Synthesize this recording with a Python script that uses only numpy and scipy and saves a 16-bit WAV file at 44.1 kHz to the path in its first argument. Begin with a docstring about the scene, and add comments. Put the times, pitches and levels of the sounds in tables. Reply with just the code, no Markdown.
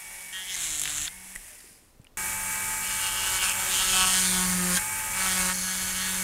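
"""In a workshop, a small corded rotary tool spins at about 190 turns a second and bites into hand-held wood.
It is switched off and fades; a second scene follows abruptly, closer, where it drills wood in a vice.
The motor sings in shaft orders, commutator and bearing lines, over fan noise modulated by the turning shaft.
The slightly eccentric bit strikes the wood once a turn: a repeating scrape and torn-chip noise excite
moving resonances. Snags, clicks, a squeak, a whir, low shaking and a quiet noise floor complete the sound."""
import sys
import numpy as np
from scipy import signal
from scipy.fft import rfft, irfft, next_fast_len
from scipy.io import wavfile
from scipy.ndimage import uniform_filter1d, map_coordinates

SR = 44100
rng = np.random.default_rng(int(sys.argv[2]) if len(sys.argv) > 2 else 0)


def unload_audio(sound):
    """Save the sound as a 16-bit wav file, at the path given as the first command line argument."""
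    columns = np.transpose(np.atleast_2d(sound))
    # keep every value between -1 and 1, then stretch to whole-number steps
    steps = np.round(np.clip(columns, -1, 1) * 32767)
    wavfile.write(sys.argv[1], SR, steps.astype(np.int16))


N = 274743
T = np.arange(N) / SR
EDIT_S = 2.1715  # the second scene begins
LIFT_S = 1.088  # the blade leaves the wood

# Shaft speed, sagging under load, before any coasting is subtracted.
# Each row: time in seconds, speed in turns per second.
SPEED = [(0.0, 188.8), (0.31, 188.3), (0.5, 186.5), (0.55, 182.8), (0.65, 161.2), (0.76, 151.6),
         (0.9, 149.4), (1.02, 149.8), (1.06, 155.2), (1.11, 176.1), (1.14, 182.2), (1.2, 186.2),
         (1.28, 188.1), (2.169, 188.3), (2.17, 189.7), (2.53, 190.3), (2.96, 190.4), (3.22, 189.5),
         (3.44, 187.9), (3.56, 189.2), (3.75, 188.6), (4.01, 186.5), (4.26, 185.4), (4.56, 181.8),
         (4.64, 179.8), (4.74, 179.6), (4.81, 186.0), (4.87, 188.8), (4.96, 190.0), (5.09, 190.1),
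         (5.24, 188.6), (5.38, 184.7), (5.48, 183.5), (5.57, 185.3), (5.68, 185.5), (5.8, 187.0),
         (5.89, 185.8), (6.1, 187.1), (6.22, 187.0)]
# Load inferred from speed sag, blade then drill.
# Each row: free speed in turns per second, sag in turns per second for about two thirds of full load.
LOADING = [(188.6, 15), (190.2, 5)]
# Levels of the tool before load and run-down: at the wood, lifted away, at the vice, and close up.
# Each row: start in seconds, then fan, commutator, bearing, shake at twice and at three times
# the shaft rate, and rumble, all in dB.
IDLE_LEVELS = [(0, -42.5, -49.5, -60, -75, -72, -67), (1.088, -45, -58.5, -64, -81, -78, -62.5),
               (EDIT_S, -32, -42.5, -44.5, -67.5, -63, -50.5), (5.5, -34, -45, -51, -74.5, -65.5, -52.5)]
# What full load adds, blade then drill. Each row: the same six levels, in dB.
LOADED_LEVELS = [(2.3, -7, -3, 17, 2, 15.4), (2.04, -6, -9.5, 21.8, 12.5, 7.6)]
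# Exponent applied to the load for each of the six levels; a large one makes the level answer late.
LOAD_BEND = (0.56, 1.7, 0.94, 0.62, 0.4, 0.76)
INERTIA_S = 0.063  # while the shaft speeds up, part of the sag is only inertia
# At switch-off the shaft slows, the lines stop, and the fan noise fades ever faster.
SWITCH_S, COAST_HZ_PER_S = 1.358, 120
LINES_OFF_DB_PER_S, FADE_DB_PER_S2 = 250, 69

# Relative fan-noise spectra, one table a scene. Each row: frequency in Hz, density in dB per Hz.
FAN = [
    [(100, -33), (300, -33), (700, -12), (1300, -13), (1850, -3.5), (2500, -6), (3300, -11.5),
     (4600, -14.5), (5300, -10), (7500, -5), (9000, -2.5), (10500, -2.5), (11500, -7), (15600, -17)],
    [(100, -8.5), (500, -13.5), (1000, -7), (1700, -1), (2700, -4.5), (3700, -11.5), (4800, -12),
     (6400, -3), (7500, 0.5), (8800, 0), (10400, -0.5), (10800, -6.5), (12400, -3), (15600, -13.5)],
]
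# Housing whistles in the fan's air at the vice. Each row: frequency in Hz, width in Hz, level in dB re the fan.
HOUSING = [(7470, 360, -18.5), (8780, 250, -15.5), (10400, 220, -19.5)]
# Shaft harmonics. Each row: order in cycles a turn, level in dB re the fan in scene one, in scene two.
SHAFT = [(4, -25, -29), (5, -24, -25), (6, -28, -35), (9, -26, -29), (18, -22, -31), (25, -35, -32),
         (29, -35, -27)]
# Bearing lines. Each row: multiple of the ball-pass rate, shaft orders added,
# level in dB re the bearing level in scene one, in scene two.
BEARING = [(1, 0, -4, 0), (1, 1, -15, -12), (1, 2, -14, -2), (2, -1, -15, -5), (1, 4, -15, -3),
           (1, 5, 0, -16), (2, 1, 0, -7), (1, 7, -1, -11), (2, 4, -12, -10), (3, 0, -15, -8),
           (1, 10, -5, -11), (5, 0, -20, -17), (6, 0, -8, -18), (5, 12, -20, -9), (9, 0, -10, -9),
           (10, 0, -10, 0), (11, 0, -10, -10), (12, 0, -5, -9)]
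COMMUTATOR_BARS = 12  # bars a turn
BALL_PASSES = 4.593  # ball passes a turn
MAINS_HZ = 100  # torque beats at twice the line frequency

# Cutting levels, one table a cut.
# Each row: time in seconds, knock level, ring level and rasp level in dB, knock pitch in Hz.
CUTS = [
    [(0.325, -46, -44, -44, 1890), (0.367, -38.5, -37, -46, 1890), (0.461, -51, -47, -47, 1960),
     (0.495, -47, -38, -40.5, 1980), (0.56, -39, -42.5, -31, 2040)],
    [(0.56, -44, -41, -36, 1900), (0.634, -45.5, -40, -31, 1800), (0.822, -52, -44, -33, 1950),
     (0.852, -45, -39.5, -36, 1860), (0.994, -42.5, -43.5, -31, 1660), (1.058, -56, -43, -33, 1800),
     (1.08, -39, -37, -47, 1820), (1.095, -59, -67, -51, 1820)],
    [(2.82, -56, -45, -43, 1540), (2.912, -41, -38.5, -35.5, 1550), (2.97, -44, -44.5, -36, 1660),
     (3.068, -36.5, -32, -31.5, 1500), (3.1, -43, -38.5, -37.5, 1630), (3.26, -35.5, -33.5, -32.5, 1580),
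     (3.376, -35.5, -39, -29.5, 1650), (3.392, -43, -35.5, -39, 1620), (3.438, -31.5, -30, -27, 1500),
     (3.492, -32, -30.5, -32, 1470), (3.53, -50, -35, -39, 1520)],
    [(3.53, -40.5, -44, -42, 1430), (3.688, -36.5, -36, -35, 1510), (3.744, -40, -29.5, -27, 1470),
     (3.834, -33.5, -31.5, -28.5, 1580), (3.92, -35, -30.5, -26, 1500), (3.96, -30, -27, -25, 1450),
     (4.01, -28, -27, -24.5, 1460), (4.052, -30, -31.5, -26, 1370), (4.184, -32.5, -34, -24, 1580),
     (4.3, -39.5, -38.5, -27, 1840), (4.406, -33.5, -39, -29, 1510), (4.484, -38.5, -61, -30.5, 1390),
     (4.692, -36.5, -69, -33.5, 1270), (4.774, -34, -30, -25, 1630), (4.8, -39, -59, -48, 1630)],
    [(5.13, -42, -52, -49, 1780), (5.184, -35, -48, -32, 1680), (5.258, -30.5, -38, -29.5, 1530),
     (5.332, -36, -41, -29, 1740), (5.39, -31.5, -48, -30, 1780), (5.454, -34.5, -50, -29.5, 1440),
     (5.516, -33, -51, -31, 1570), (5.535, -42, -41, -32, 1620)],
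    [(5.535, -51, -53, -33, 1810), (5.621, -44, -45, -33, 1800), (5.685, -37, -41.5, -32.5, 1680),
     (5.759, -43.5, -41.5, -34, 1780), (5.93, -41, -40.5, -35.5, 1700), (6.015, -36, -35.5, -33.5, 1710),
     (6.13, -39.5, -40, -36.5, 1750), (6.23, -42, -45, -36.5, 1700)],
]
# Relative spectra of torn chips sounding through blade, bit and housing, keyed by bit and distance.
# Each row: frequency in Hz, density in dB per Hz.
RASP = {"close": [(2240, -38), (3800, -13), (4100, -16), (4180, 7.5), (4430, 4), (5290, -3.5), (6510, 7.5),
        (8190, -35), (9060, 0), (10200, 5), (11700, -5), (14700, -23), (15600, -16)],
        "blade": [(2060, -5.5), (3500, -10), (4120, -3), (4640, -24), (5630, -9), (6380, 0.5), (7550, 2.5),
        (8780, -11), (10400, -2.5), (12900, -16), (15600, -20)], "drill": [(2240, -4), (3800, -2),
        (4080, 0), (4350, 2.5), (4700, 0.5), (5510, -1.5), (6700, 4.5), (8100, -3.5), (9110, 5.5),
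        (10300, -1), (11000, -15), (12600, -1), (15600, -25)]}
# The rasp spectrum that each cut takes, as a key.
BITS = ["blade", "blade", "drill", "drill", "drill", "close"]
# Wood resonances, one row a cut. Each row: knock width in Hz, ring pitch over knock pitch, ring width in Hz,
# rasp pitch in Hz at the start, at the end, lowest pitch passed to knock and ring in Hz.
WOOD = [(342, 1.65, 760, 5300, 5400, 920), (1610, 1.76, 1650, 8400, 7300, 910),
        (1200, 1.82, 760, 8000, 8200, 540), (1310, 1.964, 1120, 7200, 9800, 590),
        (1500, 1.77, 1300, 8700, 8300, 510), (700, 1.83, 1200, 6800, 7800, 870)]
# How far the teeth tear rather than tap, one row a cut.
# Each row: roughness from 0 to 1 at the start, at the end, exponent of its course.
ROUGH = [(.09, .7, 3.5), (.8, .92, .3), (.42, .58, 1), (.55, .04, .6), (.45, .25, 1), (.17, .2, 1)]
# Shank rings of the tearing bit. Each row: frequency in Hz, width in Hz,
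# level in dB re the wood ring when fully rough.
SHANK = [(4300, 350, -13), (5150, 400, -10)]
# The bit snags. Each row: time in seconds, peak in dB, share of wood ring from 0 to 1.
SNAGS = [(.6197, -18, .3), (.7958, -14, .15), (.8157, -14, .2), (.8357, -15, .45), (.8556, -15, .8),
         (.8756, -17, .7), (.896, -19, .6), (1.078, -21, .8), (3.495, -13, .4), (4.4102, -13, .2),
         (4.743, -14, .3), (4.7704, -14, .4), (5.245, -18, .5), (5.262, -16, .5), (5.272, -17, .5)]

# Once-a-turn shake in the hands and the vice. Each row: time in seconds, rms level in dB before run-down.
SHAKE = [(0, -68.5), (0.5, -63.5), (0.8, -58), (1.0, -54), (1.11, -61), (1.17, -59.5), (2.169, -65),
         (2.172, -54), (2.67, -54.5), (3.38, -58.5), (3.47, -52), (3.67, -54.5), (3.8, -53), (4.0, -43),
         (4.12, -42.5), (4.28, -36.5), (4.56, -30.5), (4.75, -32.5), (4.8, -53), (5.13, -59), (5.22, -44),
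         (5.45, -37), (5.55, -41.5), (5.9, -45.5), (6.23, -40)]
SHAKE_WAVER_DB, RUMBLE_WAVER_DB = 3.5, 1.8
# The switch, the housing and the wood let go.
# Each row: time in seconds, peak in dB, pitch in Hz, 60 dB decay time in seconds.
CLICKS = [(1.3548, -24, 9000, 0.0065), (1.3595, -26.5, 1910, 0.022), (1.361, -25, 8060, 0.0087),
          (1.363, -40, 32, 0.2), (1.605, -42, 5000, .008), (1.642, -46, 400, .025),
          (1.711, -47, 200, 0.028), (4.773, -20, 1580, 0.052), (1.993, -54, 600, .008),
          (1.9985, -36.5, 130, 0.029), (2.016, -50, 7000, .006), (2.045, -40, 9000, 0.0048),
          (2.0495, -46, 2520, 0.013), (2.069, -41, 2850, .015)]
# A fluttering whir as the slowing tool swings past.
WHIR_S, WHIR_HALF_S, WHIR_DB, WHIR_HZ, WHIR_WIDTH_HZ = 1.62, .17, -64, 5000, 1100
# Relative noise-floor spectrum. Each row: frequency in Hz, density in dB per Hz.
FLOOR = [(20, 10), (35, -2), (120, -10), (300, -8.5), (1200, -19), (3000, -24.5), (9000, -27.5),
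         (15600, -30)]
FLOOR_DB = -61
EDGE_HZ = 15750


def gain_of(db):
    """An amplitude ratio is ten to the power of its decibels over twenty."""
    return 10 ** (np.asarray(db) / 20)


def evened(x, size=None):
    """Dividing by the root of mean power gives rms 1, overall or in a running window of samples."""
    power = np.mean(x ** 2) if size is None else abs(uniform_filter1d(x ** 2, size))
    return x / np.sqrt(power + 1e-20)


def columns(rows, t):
    """Linear interpolation reads every column of a curve table at the times t."""
    s, *rest = np.transpose(rows)
    return [np.interp(t, s, c) for c in rest]


def coloured(x, points):
    """Spectral weighting: dB points joined over log frequency shape x, which is then scaled to rms 1."""
    size = next_fast_len(len(x))
    hz, db = np.transpose(points)
    log_hz = np.log(np.fft.rfftfreq(size, 1 / SR) + 1)
    shape = np.interp(log_hz, np.log(hz), db, left=-90)
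    shaped = irfft(rfft(x, size) * gain_of(shape), size)
    return evened(shaped[:len(x)])


def resonate(x, hz, width):
    """Heterodyning: shift hz to zero, smooth twice and shift back, which gives a steep moving resonance."""
    turn = np.exp(2j * np.pi * np.cumsum(hz * np.ones(len(x))) / SR)
    r = np.exp(-np.pi * width / SR)
    smooth = signal.lfilter([(1 - r) ** 2], [1, -2 * r, r * r], x / turn + 1e-18)
    return 2 * (turn * smooth).real


def wander(hz):
    """Slow random drift: straight lines join normal random knots, hz of them a second."""
    knots = rng.standard_normal(int(N / SR * hz) + 2)
    return np.interp(T, np.arange(len(knots)) / hz, knots)


def add(mix, s, sound):
    """Superposition of a sound on the mix, in place, from s seconds on."""
    part = mix[round(s * SR):][:len(sound)]
    part += sound[:len(part)]


def tool_state():
    """Load is read from the shaft's sag and alters its levels; returns turns, six levels in dB, line gain."""
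    second = T >= EDIT_S
    speed, = columns(SPEED, T)
    free, sag = np.where(second, *np.array(LOADING)[::-1, :, None])
    gaining = uniform_filter1d(np.gradient(speed, 1 / SR).clip(-500, 500), 900)
    load = 1 - np.exp(-np.maximum(free - speed - INERTIA_S * gaining, 0) / sag)
    load[(T > LIFT_S) & ~second] = 0

    idle = np.array(IDLE_LEVELS)
    idle_db = idle[np.searchsorted(idle[1:, 0], T), 1:].T
    full_load_db = np.where(second, *np.array(LOADED_LEVELS)[::-1, :, None])
    db = idle_db + load ** np.c_[list(LOAD_BEND)] * full_load_db

    off_s = np.maximum(T - SWITCH_S, 0) * ~second
    fade_db = FADE_DB_PER_S2 * off_s ** 2
    stop_db = np.minimum(LINES_OFF_DB_PER_S * off_s, 60)
    lost_db = np.array([fade_db, *[stop_db] * 4, np.minimum(fade_db, 6)])
    turns = np.cumsum(speed - COAST_HZ_PER_S * off_s) / SR
    return turns, db - lost_db, gain_of(-stop_db)


def line(turns, db):
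    """A nearly pure tone: a sine of rms level db, wavering a little in strength and phase."""
    phase = 2 * np.pi * (turns + rng.random() + .02 * wander(hz=40))
    return np.sqrt(2) * gain_of(db + 2.0 * wander(hz=14)) * np.sin(phase)


def fan(turns, fan_db):
    """Amplitude modulation: turbulent noise throbs once and twice a turn and excites housing resonances."""
    second = T >= EDIT_S
    throb = 1 + 0.2 * np.cos(4 * np.pi * turns) + 0.11 * np.cos(2 * np.pi * turns)
    flicker_db = 0.84 * wander(hz=298.7) + 0.75 * wander(hz=10)
    air = rng.standard_normal(N) * throb * gain_of(flicker_db)
    out = gain_of(fan_db) * np.where(second, coloured(air, FAN[1]), coloured(air, FAN[0]))
    for hz, width, db in HOUSING:
        out += second * gain_of(fan_db + db) * evened(resonate(air, hz, width))
    return out


def motor(turns, fan_db, bars_db, balls_db, powered):
    """Periodic forces give line spectra over fan noise: shaft orders, ball passes, commutator and mains torque."""
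    second = T >= EDIT_S
    out = fan(turns, fan_db)
    for order, *db in SHAFT:
        out += powered * line(order * turns, fan_db + np.where(second, db[1], db[0]))
    for balls, added, *db in BEARING:
        cycles = (balls * BALL_PASSES + added) * turns
        out += line(cycles, balls_db + np.where(second, db[1], db[0]))
    out += line(COMMUTATOR_BARS * turns, bars_db)
    return out + powered * line(MAINS_HZ * T, fan_db - np.where(second, 24, 34))


def scrape(turns, count=60):
    """Periodic excitation: the teeth meet the same groove each turn, so one pattern repeats and slowly changes."""
    shapes = int((turns[-1] - turns[0]) / 17) + 2  # a new pattern every 17 turns
    place = np.arange(1024) / 1024  # fraction of a turn
    pattern = rng.standard_normal((shapes, 128)) * np.exp(-np.arange(128) / 92.0)
    pattern[:, 0] += 3.0  # every pattern shares a sharp blow at first contact
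    orders = rfft(pattern)[:, :count]
    # orders 1 to 3 are left to the once-, twice- and three-times-a-turn shake
    orders = orders * (np.arange(count) > 3)
    orders /= (abs(orders) + 1e-9) ** .6  # compress the random order strengths, for a more even scrape
    pattern = irfft(orders, len(place))
    pattern = np.c_[pattern, pattern[:, :1]]  # close the turn on itself
    where = [(turns - turns[0]) / 17, turns % 1 * len(place)]
    return evened(map_coordinates(pattern, where, order=1))


def cut(rows, rasp_colour, wood, turns):
    """Forced resonance: one scrape a turn rings the wood at two moving pitches, with a puff of torn chips."""
    span = slice(round(rows[0][0] * SR), round(rows[-1][0] * SR))
    t, turns = T[span], turns[span]
    knock_db, ring_db, rasp_db, knock_hz = columns(rows, t)
    knock_width, ratio, ring_width, *rasp_hz, lowest_hz, first, last, power = wood
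    rough = first + (last - first) * np.linspace(0, 1, len(t)) ** power

    first_turn = int(turns[0])
    nth = turns.astype(int) - first_turn
    luck = rng.standard_normal((nth[-1] + 1, 2))
    blow_s = np.interp(np.arange(len(luck)) + first_turn, turns, t)
    # blows that meet a torque peak of the mains land harder
    torque = np.cos(2 * np.pi * MAINS_HZ * blow_s + 4.1)
    blow_size = gain_of(rough * (1.16 * luck[:, 0] + 0.83 * torque)[nth])
    # a light touch grips and slips, drawn afresh every three turns
    chatter = gain_of(11 * rough * (1 - rough) ** 2 * luck[nth // 3, 1])

    puff_shape = .5 + np.exp(-(turns % 1) / 0.3)
    puffs = blow_size * puff_shape * rng.standard_normal((2, len(t)))
    teeth = blow_size * scrape(turns)
    drive = np.sqrt(1 - rough) * teeth + np.sqrt(rough) * evened(puffs[0])
    drive = signal.sosfilt(signal.butter(3, lowest_hz, "high", fs=SR, output="sos"), drive)

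    knock = evened(resonate(drive, knock_hz, knock_width), size=3000)
    ring = evened(resonate(drive, ratio * knock_hz, ring_width), size=3000)
    shank = sum(gain_of(db) * evened(resonate(drive, hz, width)) for hz, width, db in SHANK)
    ring += np.sqrt(rough) * shank

    chips = .7 * np.sqrt(1 - rough) * teeth + evened(puffs[1])
    gliding = resonate(evened(chips), np.linspace(*rasp_hz, len(t)), 3000)
    rasp = evened(coloured(chips, rasp_colour) + 0.95 * gliding, size=3000)
    sound = chatter * (gain_of(knock_db) * knock + gain_of(ring_db) * ring) + gain_of(rasp_db) * rasp
    return t[0], sound * signal.windows.tukey(len(t), 300 / len(t))  # 150 samples of fade at each end


def snags():
    """Transient excitation: short decaying noise bursts sound part as wood ring and part as tearing."""
    out, t = np.zeros(N), np.arange(500) / SR
    for s, db, share in SNAGS:
        envelope = gain_of(-60 * t / .012) * np.minimum(t / .0006, 1)
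        burst = rng.standard_normal(len(t)) * envelope
        wood_ring = resonate(burst, 3130, 2800)
        tearing = resonate(burst, 7700, 4400) + .5 * resonate(burst, 8800, 4000)
        burst = share * wood_ring + (1 - share) * tearing
        add(out, s, gain_of(db) * burst / abs(burst).max())
    return out


def hands(turns, shake_db, rumble_db, powered):
    """Forced vibration: the hands and the vice shake at the lowest three shaft orders, over a lumpy rumble."""
    shake = powered * gain_of(*columns(SHAKE, T)) * np.sin(2 * np.pi * turns)
    for k, db in enumerate(shake_db, 2):
        shake += gain_of(db + SHAKE_WAVER_DB * wander(hz=9.7)) * np.sin(2 * np.pi * k * turns + k)
    # rumble spectrum: Hz, dB per Hz
    colour = [(14, -21), (28, 0.5), (60, -4.5), (100, -11), (200, -17.5), (400, -47)]
    rumble = coloured(rng.standard_normal(N), colour)
    return np.sqrt(2) * shake + gain_of(rumble_db + RUMBLE_WAVER_DB * wander(hz=6.7)) * rumble


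def clicks():
    """Damped oscillation: each click is an exponentially decaying sine with a randomly drifting phase."""
    out, t = np.zeros(N), np.arange(7000) / SR
    for s, db, hz, t60 in CLICKS:
        wobble = np.cumsum(rng.standard_normal(len(t))) * .00004 * hz
        add(out, s, -gain_of(db - 60 * t / t60) * np.sin(2 * np.pi * hz * t + wobble))
    return out


def squeak():
    """A linear chirp: a brief tone falls in pitch as the tool swings away."""
    out, t = np.zeros(N), np.arange(round(.075 * SR)) / SR
    tone = np.sin(2 * np.pi * (630 * t - 330 * t ** 2))
    add(out, 1.49, gain_of(-61) * tone * signal.windows.tukey(len(t), .5))
    return out


def whir():
    """Narrow-band noise under a Gaussian envelope swells and fades in random flutters."""
    air = evened(resonate(rng.standard_normal(N), WHIR_HZ, WHIR_WIDTH_HZ))
    fall_db = np.minimum(6 * ((T - WHIR_S) / WHIR_HALF_S) ** 2, 80)
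    return air * gain_of(WHIR_DB + 3.3 * wander(hz=35) - fall_db)


def noise_floor():
    """Stationary random noise of fixed spectrum and level lies under everything."""
    return gain_of(FLOOR_DB) * coloured(rng.standard_normal(N), FLOOR)


def scene():
    """Superposition: all the sources sum at one microphone, copied to both channels."""
    turns, db, powered = tool_state()
    mix = motor(turns, *db[:3], powered)
    for rows, colour, wood, rough in zip(CUTS, BITS, WOOD, ROUGH):
        add(mix, *cut(rows, RASP[colour], wood + rough, turns))
    mix += snags() + hands(turns, db[3:5], db[5], powered)
    mix += clicks() + squeak() + whir() + noise_floor()
    return np.array([mix, mix])


def record(dry):
    """Band limiting: a linear-phase low-pass filter removes the treble above EDGE_HZ."""
    low_pass = signal.firwin(511, EDGE_HZ, window=("kaiser", 9), fs=SR)
    return signal.oaconvolve(dry, low_pass[None], "same")


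dry = scene()
out = record(dry)
unload_audio(out)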